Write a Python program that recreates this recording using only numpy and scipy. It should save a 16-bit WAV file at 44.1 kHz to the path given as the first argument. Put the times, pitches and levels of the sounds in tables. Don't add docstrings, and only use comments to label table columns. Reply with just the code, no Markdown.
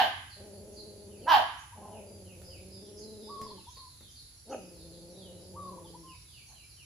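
import sys
import numpy as np
from scipy import signal
from scipy.fft import rfft, irfft, next_fast_len
from scipy.io import wavfile
from scipy.ndimage import uniform_filter1d

SR = 44100
rng = np.random.default_rng(int(sys.argv[2]) if len(sys.argv) > 2 else 0)


def store_wav(level_fs):
    pcm = np.round(np.clip(np.atleast_2d(level_fs), -1, 1) * 32767)
    wavfile.write(sys.argv[1], SR, pcm.T.astype(np.int16))


N = 302073

# pitch_hz, likeness (0 unrelated, 1 identical)
STEREO_LIKENESS = [(30, .85), (150, .95), (450, .92), (750, .85), (1000, .25), (3000, 0)]


def amp(db):
    return 10 ** (np.asarray(db) / 20)


def evened(x):
    return x / np.sqrt(np.mean(x ** 2) + 1e-20)


def steadied(x, size):
    return x / np.sqrt(abs(uniform_filter1d(x ** 2, size)) + 1e-12)


def read(points, hz):
    table_hz, value = np.transpose(points)
    return np.interp(np.log(hz + 1), np.log(table_hz + 1), value)


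def follow(rows, t):
    s, *columns = np.transpose(rows)
    return [np.interp(t, s, c) for c in columns]


def ramp(x, span):
    return np.clip(x / span, 0, 1)


def add(mix, start_s, sound):
    part = mix[max(round(start_s * SR), 0):][:len(sound)]
    part += sound[:len(part)]


def tone(hz):
    return np.sin(2 * np.pi * np.cumsum(hz) / SR)


def colour(x, points):
    size = next_fast_len(x.shape[-1] + 4096)
    gain = amp(read(points, np.fft.rfftfreq(size, 1 / SR)))
    return irfft(rfft(x, size) * gain, size)[..., :x.shape[-1]]


def wander(size, rate_hz):
    span = 2 ** 19 if size > 2 ** 17 else 2 ** 17
    hz = np.fft.rfftfreq(span, 1 / SR)
    return evened(irfft(rfft(rng.standard_normal(span)) / (1 + (hz / rate_hz) ** 4)))[:size]


def resonate(x, hz, width):
    turn = np.exp(2j * np.pi * np.cumsum(hz * np.ones(len(x))) / SR)
    r = np.exp(-np.pi * width / SR)
    return 2 * (turn * signal.lfilter([1 - r], [1, -r], x / turn)).real


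def folds(hz, rough, jitter, jitter_hz, shimmer_db, hoarse, count):
    size, rough = len(hz), np.clip(rough, 0, 1)
    turns = np.cumsum(hz * (1 + jitter * rough * wander(size, jitter_hz))) / SR
    harmonics = (np.cos(2 * np.pi * k * turns + k * k / count) for k in range(1, count + 1))
    pulses = sum(harmonics) * np.sqrt(4 * hz / SR)
    puffs = evened((.5 + np.exp(-(turns % 1) / .3)) * rng.standard_normal(size))
    shimmer = amp(shimmer_db * rough * wander(size, 100))
    return ((1 - rough) * pulses + hoarse * rough * puffs) * shimmer


def yard(x, wet_db, wall_db, left_db):
    # pitch_hz, t60_s
    decay = [(150, 0.89), (500, 0.37), (900, 0.36), (1250, 0.77), (1600, 0.66), (2200, 0.82), (3000, 0.63),
             (6000, 0.63), (12000, 0.071)]
    # left_delay_s, right_delay_s, level_db before wall_db is added
    echoes = [(.0094, 0.0095, -7.5), (.0172, 0.021, -3.5), (.027, 0.021, -22.5), (0.06, 0.038, -8)]
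    taps = rng.choice([-1., 1.], (2, SR)) * (rng.random((2, SR)) < 1 / 10)
    hz, t, bands = signal.stft(taps, SR, nperseg=256)
    same = np.clip(read(STEREO_LIKENESS, hz), -1, 1)[:, None]
    bands[1] = same * bands[0] + np.sqrt(1 - same ** 2) * bands[1]
    fade = amp(-60 * t / read(decay, hz)[:, None])
    build_up = 1 - np.exp(-t / 0.0039)
    tail = signal.istft(bands * fade * build_up, SR, nperseg=256)[1]
    response = amp(wet_db) * tail / np.linalg.norm(tail[0])
    response[:, 0] += 1
    for left_s, right_s, db in echoes:
        response[[0, 1], [round(left_s * SR), round(right_s * SR)]] += amp(db + wall_db)
    balance = amp([[left_db / 2], [-left_db / 2]])
    return signal.fftconvolve(x[None], response, axes=1)[:, :len(x)] * balance


def buzz(length, start_hz, end_hz):
    t = np.arange(0, length, 1 / SR)
    flutter = np.sin(2 * np.pi * (rng.uniform(70, 130) * t + rng.random()))
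    hz = start_hz + (end_hz - start_hz) * t / length + 260 * flutter
    return evened(tone(hz) * (1 + 0.14 * flutter) * signal.windows.tukey(len(t), .5))


def whistle(length, start_hz, end_hz):
    u = np.arange(0, length, 1 / SR) / length
    quaver = np.interp(u, np.linspace(0, 1, 24), rng.standard_normal(24))
    hz = start_hz + (end_hz - start_hz) * u + 70 * quaver
    return evened(tone(hz) * signal.windows.tukey(len(u), .4))


def background():
    # pitch_hz, density_db (dB per Hz)
    air_colour = [(20, -33), (33, -23), (48, -5), (68, 0), (100, -3), (140, -8), (200, -21), (300, -21),
                  (500, -31), (1000, -37.5), (2000, -40), (4000, -30), (7000, -28)]
    # pitch_hz, density_db (dB per Hz)
    hiss_colour = [(4120, -14.5), (7000, -9), (7630, -7.5), (8050, -15), (8460, -18), (9860, 3.5),
                   (10500, 9), (11100, 3.5), (12200, -27), (12900, -46.5), (14500, -37.5), (15500, -37.5)]
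    # time_s, level_db before its trim
    drone_swell = [(0, -48.5), (1.5, -51.5), (2.7, -47), (3.5, -60), (4.9, -69.5), (5.65, -44), (5.95, -60),
                   (6.85, -75)]
    air_db, hiss_db, drone_trim_db = -57.5, -53.5, -8
    balance = amp([[-.6], [.6]])

    a, b = rng.standard_normal((2, N))
    same = np.clip(read(STEREO_LIKENESS, np.fft.rfftfreq(N, 1 / SR)), -1, 1)
    right = irfft(same * rfft(a) + np.sqrt(1 - same ** 2) * rfft(b), N)
    air = amp(air_db + wander(N, 1.9)) * evened(colour(np.array([a, right]), air_colour)) * balance

    hum = resonate(resonate(rng.standard_normal(N), 93, 12), 93, 24)
    drone_db = follow(drone_swell, np.arange(N) / SR)[0] + drone_trim_db
    drone = amp(drone_db) * steadied(hum, size=14000)

    hiss = amp(hiss_db) * evened(colour(rng.standard_normal((2, N)), hiss_colour)) * balance
    return air + drone + hiss


def far_flock(count=180):
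    # time_s, level_db
    flock_swell = [(0, -70), (1.8, -77), (3.2, -60), (4.3, -64), (5.2, -61.5), (6, -65), (6.85, -62)]
    out = np.zeros(N)
    for when, pitch, span, fall in rng.random((count, 4)):
        u = np.arange(0, 1, 1 / (SR * (.04 + .07 * span)))
        hz = (3800 + 2200 * pitch) * (1 - (0.03 + 0.32 * fall) * u)
        add(out, when * N / SR, tone(hz) * np.sin(np.pi * u))
    level = amp(follow(flock_swell, np.arange(N) / SR)[0])
    return level * evened(yard(out, wet_db=3.5, wall_db=-11.5, left_db=-2.5))


def barks():
    # start_s, length_s, effort_db, top_pitch_hz,
    # widest_mouth_hz, bite_db (level of the upper voice), roughness (0-1, before the end adds more)
    bark_rows = [(-.083, 0.17, -21, 315, 932, -12.5, 0.25), (1.261, .17, -18.5, 343.3, 1048, -16.5, .27),
                 (6.474, 0.11, -65.5, 314.2, 760, -19, 0.65)]
    # pitch_hz, gain_db
    throat = [(150, -22), (400, -17), (560, -17.5), (740, -0.5), (1100, -3), (1330, -9), (1570, 5.5),
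              (1750, 3), (2200, -6), (2650, -4), (3030, 2.5), (3500, -5), (4400, -8.5), (5500, -13.5),
              (9000, -22.5), (12000, -4), (15000, -27.5)]
    attack_s, attack_db = .021, 25.5
    hold, swell_db, release_db = .5, 6, 25.5
    jaw_open_at = .2
    pitch_start, pitch_end, pitch_lag = .84, .5, 1.2
    mouth_start, mouth_end, mouth_lag = .72, .48, 1.37
    bite_rise_s, bite_rise_db = .038, 23
    end_rough = .35

    out = np.zeros(SR + N)
    for start, length, peak_db, top_hz, widest_hz, bite_db, roughness in bark_rows:
        t = np.arange(0, length, 1 / SR)
        u = t / length
        unopened = 1 - ramp(u, jaw_open_at)
        shut = ramp(u - jaw_open_at, 1 - jaw_open_at)
        release = ramp(u - hold, 1 - hold)
        hz = top_hz * pitch_start ** unopened * pitch_end ** (shut ** pitch_lag)
        mouth_hz = widest_hz * mouth_start ** unopened * mouth_end ** (shut ** mouth_lag)
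        effort_db = peak_db - attack_db * (1 - ramp(t, attack_s))
        effort_db = effort_db - swell_db * (1 - ramp(u, hold)) - release_db * release
        upper_db = bite_db - bite_rise_db * (1 - ramp(t, bite_rise_s))
        rough = roughness + end_rough * release ** 2
        source = folds(hz, rough, jitter=.06, jitter_hz=150, shimmer_db=6, hoarse=.85, count=18)
        drive = colour(source, throat)
        upper = drive + .7 * resonate(drive, 1555, 70) + .5 * resonate(drive, 3070, 140)
        core = resonate(resonate(drive, mouth_hz, 280), mouth_hz, 860)
        voice = steadied(core + amp(upper_db) * upper, size=400)
        add(out, 1 + start, amp(effort_db) * voice * signal.windows.tukey(len(t), .1))
    return yard(out, wet_db=-4.5, wall_db=0, left_db=-2.8)[:, SR:]


def small_birds(buzzy_db=-5, peeps_db=-10, slurs_db=-8, slurs_wet_db=-1):
    # start_s, spacing_s, pitch_hz, level_db
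    chirp_runs = [(.49, .222, 4720, -67), (2.43, 0.26, 5040, -58.5), (4.915, .229, 4800, -66.5)]
    chirp_counts = [4, 4, 7]
    # start_s, level_db
    chip_rows = [(.294, -56), (0.756, -52), (3.456, -55), (3.749, -54.5), (4.147, -54.5), (6.686, -62.5)]
    # start_s, level_db
    rise_rows = [(0.711, -66), (1.572, -63), (2.969, -59.5), (3.68, -61.5), (4.09, -64.5), (4.49, -57.5),
                 (6.461, -62)]
    # start_s, level_db
    peep_rows = [(1.089, -66.5), (1.204, -61.5), (1.908, -61.5), (2.245, -62), (2.491, -59.5),
                 (6.057, -59.5), (6.32, -58.5), (6.542, -60.5), (6.758, -59)]
    # start_s, length_s, start_hz, end_hz, level_db
    slur_rows = [(2.051, 0.13, 4740, 4820, -59.5), (3.002, 0.11, 4430, 3830, -61),
                 (3.41, 0.047, 5010, 4890, -50.5), (3.56, 0.061, 3310, 2560, -61),
                 (4.003, 0.11, 4820, 2830, -58.5), (4.521, 0.025, 3124, 2270, -47),
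                 (4.639, 0.18, 5320, 3700, -62.5), (5.139, 0.18, 4230, 2604, -57.5),
                 (5.837, 0.051, 3725, 2934, -58), (6.48, 0.17, 4230, 3880, -63.5)]

    buzzy, peeps, slurs = np.zeros((3, N))
    for (s, spacing, hz, db), count in zip(chirp_runs, chirp_counts):
        for k in range(count):
            add(buzzy, s + k * spacing, amp(db) * buzz(length=.11, start_hz=hz, end_hz=.93 * hz))
    for s, db in chip_rows:
        add(buzzy, s, amp(db) * buzz(length=.056, start_hz=4800, end_hz=4010))
    for s, db in rise_rows:
        add(buzzy, s, amp(db) * buzz(length=.036, start_hz=5320, end_hz=7100))
    for s, db in peep_rows:
        add(peeps, s, amp(db) * whistle(length=.105, start_hz=3270, end_hz=2104))
    for s, length, start_hz, end_hz, db in slur_rows:
        add(slurs, s, amp(db) * whistle(length, start_hz, end_hz))
    peeps = colour(peeps, [(2000, -4), (2700, 2), (3500, -0.5)])
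    far = yard(amp(buzzy_db) * buzzy + amp(peeps_db) * peeps, wet_db=4, wall_db=0, left_db=-3)
    near = yard(amp(slurs_db) * slurs, wet_db=slurs_wet_db, wall_db=-8, left_db=-1.5)
    return far + near


def growls(chest_db=-3.5, leak_db=-30):
    # time_s, effort_db, pitch_hz, mouth_hz
    growl_curves = [
        [(.35, -53, 199.3, 636.6), (.52, -51.5, 202, 563), (.85, -52, 208.8, 510), (1.29, -52.5, 196.1, 446)],
        [(1.74, -52.5, 204, 805), (1.88, -49.5, 203.6, 762), (2.07, -52.5, 202.9, 560),
         (2.3, -55.5, 181.5, 540), (2.52, -56, 175.3, 548.4), (2.72, -54, 187.3, 446), (3, -50.5, 214.3, 439),
         (3.53, -52.5, 210.1, 474), (3.64, -54, 161.5, 401.5)],
        [(4.45, -54, 205.3, 517), (4.66, -53, 179.5, 538), (4.78, -55.5, 163.6, 488), (5.25, -52, 185.7, 530),
         (5.52, -54, 179.8, 540), (5.7, -50, 183.6, 541), (5.92, -54.5, 166.6, 472), (6.16, -60.5, 160.6, 340)],
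    ]
    # pitch_hz, gain_db
    throat = [(60, -13), (120, 8), (175, -5), (215, -3), (290, 20.5), (400, 11.5), (460, 5.5), (535, 5),
              (650, -4), (730, -7.5), (880, -4), (1050, -15.5), (1350, -16), (1900, -20), (3000, 7.5),
              (6000, -48.5)]
    # peak_s, rise_s, fall_s, extra_effort_db
    surges = [(1.284, 0.05, .04, 18), (1.972, 0.036, 0.031, 3), (4.53, .044, .056, 16.5)]
    pitch_hz_per_db, mouth_hz_per_db, rough_per_db = 4.6, 13, .013
    rest_rough, rough_per_open, rough_per_low = .44, .2, .25
    rest_hz, rest_mouth_hz = 200, 500
    attack_s, release_s = .048, .074

    out = np.zeros(N)
    for rows in growl_curves:
        t = np.arange(rows[0][0], rows[-1][0], 1 / SR)
        effort_db, hz, mouth_hz = follow(rows, t)
        surge_db = 0
        for s, rise, fall, db in surges:
            surge_db = surge_db + db * np.exp(-((t - s) / np.where(t < s, rise, fall)) ** 2)
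        rough = rest_rough + rough_per_open * np.log2(mouth_hz / rest_mouth_hz)
        rough = rough + rough_per_low * np.log2(rest_hz / hz) + rough_per_db * surge_db
        effort_db = effort_db + surge_db
        hz = hz + pitch_hz_per_db * surge_db
        mouth_hz = mouth_hz + mouth_hz_per_db * surge_db
        source = folds(hz, rough, jitter=.11, jitter_hz=80, shimmer_db=4, hoarse=.5, count=14)
        drive = colour(source, throat)
        push_db = effort_db + 50.5
        upper = resonate(resonate(source, 1276, 260), 1100, 380) + .06 * drive
        mouth = resonate(resonate(drive, mouth_hz, 270), mouth_hz, 460)
        mouth = mouth + amp(leak_db + 1.2 * push_db) * upper
        chest = resonate(resonate(source, hz, 150), hz, 200)
        chest_gain = amp(chest_db - np.maximum(push_db, 0))
        voice = steadied(mouth, size=2600) + chest_gain * steadied(chest, size=4000)
        swell = ramp(t - t[0], attack_s) * ramp(t[-1] - t, release_s)
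        add(out, t[0], amp(effort_db) * swell * voice)
    return yard(out, wet_db=-13, wall_db=-7, left_db=.6)


def dove():
    # delay_s, length_s, top_hz, end_hz, level_db before the phrase's own
    coo_notes = [(0, 0.06, 915, 961.7, -60.5), (0.019, .16, 1169, 1073, -49),
                 (0.182, 0.038, 1085, 988, -55), (0.233, 0.0365, 946, 1086, -55),
                 (0.305, .032, 940, 890, -61), (.397, 0.043, 918, 1047, -56.5),
                 (0.491, 0.141, 1082, 994, -60.5)]
    # start_s, added_level_db
    phrases = [(1.319, 1.5), (3.267, 3), (5.536, 2.5)]
    scoop, scoop_s = .16, .009
    quaver, fade_s = .018, .018
    out = np.zeros(N)
    for s, phrase_db in phrases:
        for delay, length, top_hz, end_hz, db in coo_notes:
            t = np.arange(0, length, 1 / SR)
            glide_hz = top_hz + (end_hz - top_hz) * t / length
            hz = glide_hz * (1 - scoop * np.exp(-t / scoop_s)) * (1 + quaver * wander(len(t), 90))
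            swell = ramp(t, fade_s) * ramp(length - t, fade_s)
            add(out, s + delay, amp(db + phrase_db) * evened(swell * tone(hz)))
    return yard(out, wet_db=-13, wall_db=-10, left_db=1.5)


def drips():
    # start_s, level_db before the decay
    drip_rows = [(2.417, -46.5), (3.415, -39.5), (3.77, -49.5), (4.009, -51.5), (5.35, -61)]
    # pitch_hz, gain_db
    tick_colour = [(500, 7), (1200, -7.5), (2500, -9), (6000, -11), (11000, -5.5), (15000, -13.5)]
    out, t = np.zeros(N), np.arange(2048) / SR
    for s, db in drip_rows:
        tick = evened(colour(rng.standard_normal(len(t)), tick_colour))
        add(out, s, amp(db) * tick * np.exp(-t / 0.0047))
    return yard(out, wet_db=-4, wall_db=-2, left_db=-1)


def scene():
    return background() + far_flock() + barks() + small_birds() + growls() + dove() + drips()


def record(dry):
    heard = colour(dry, [(7600, 0), (8500, -16.0), (9500, -6)])
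    low_pass = signal.firwin(511, 15450, window=("kaiser", 9), fs=SR)
    return signal.oaconvolve(heard, low_pass[None], "same")


dry = scene()
out = record(dry)
store_wav(out)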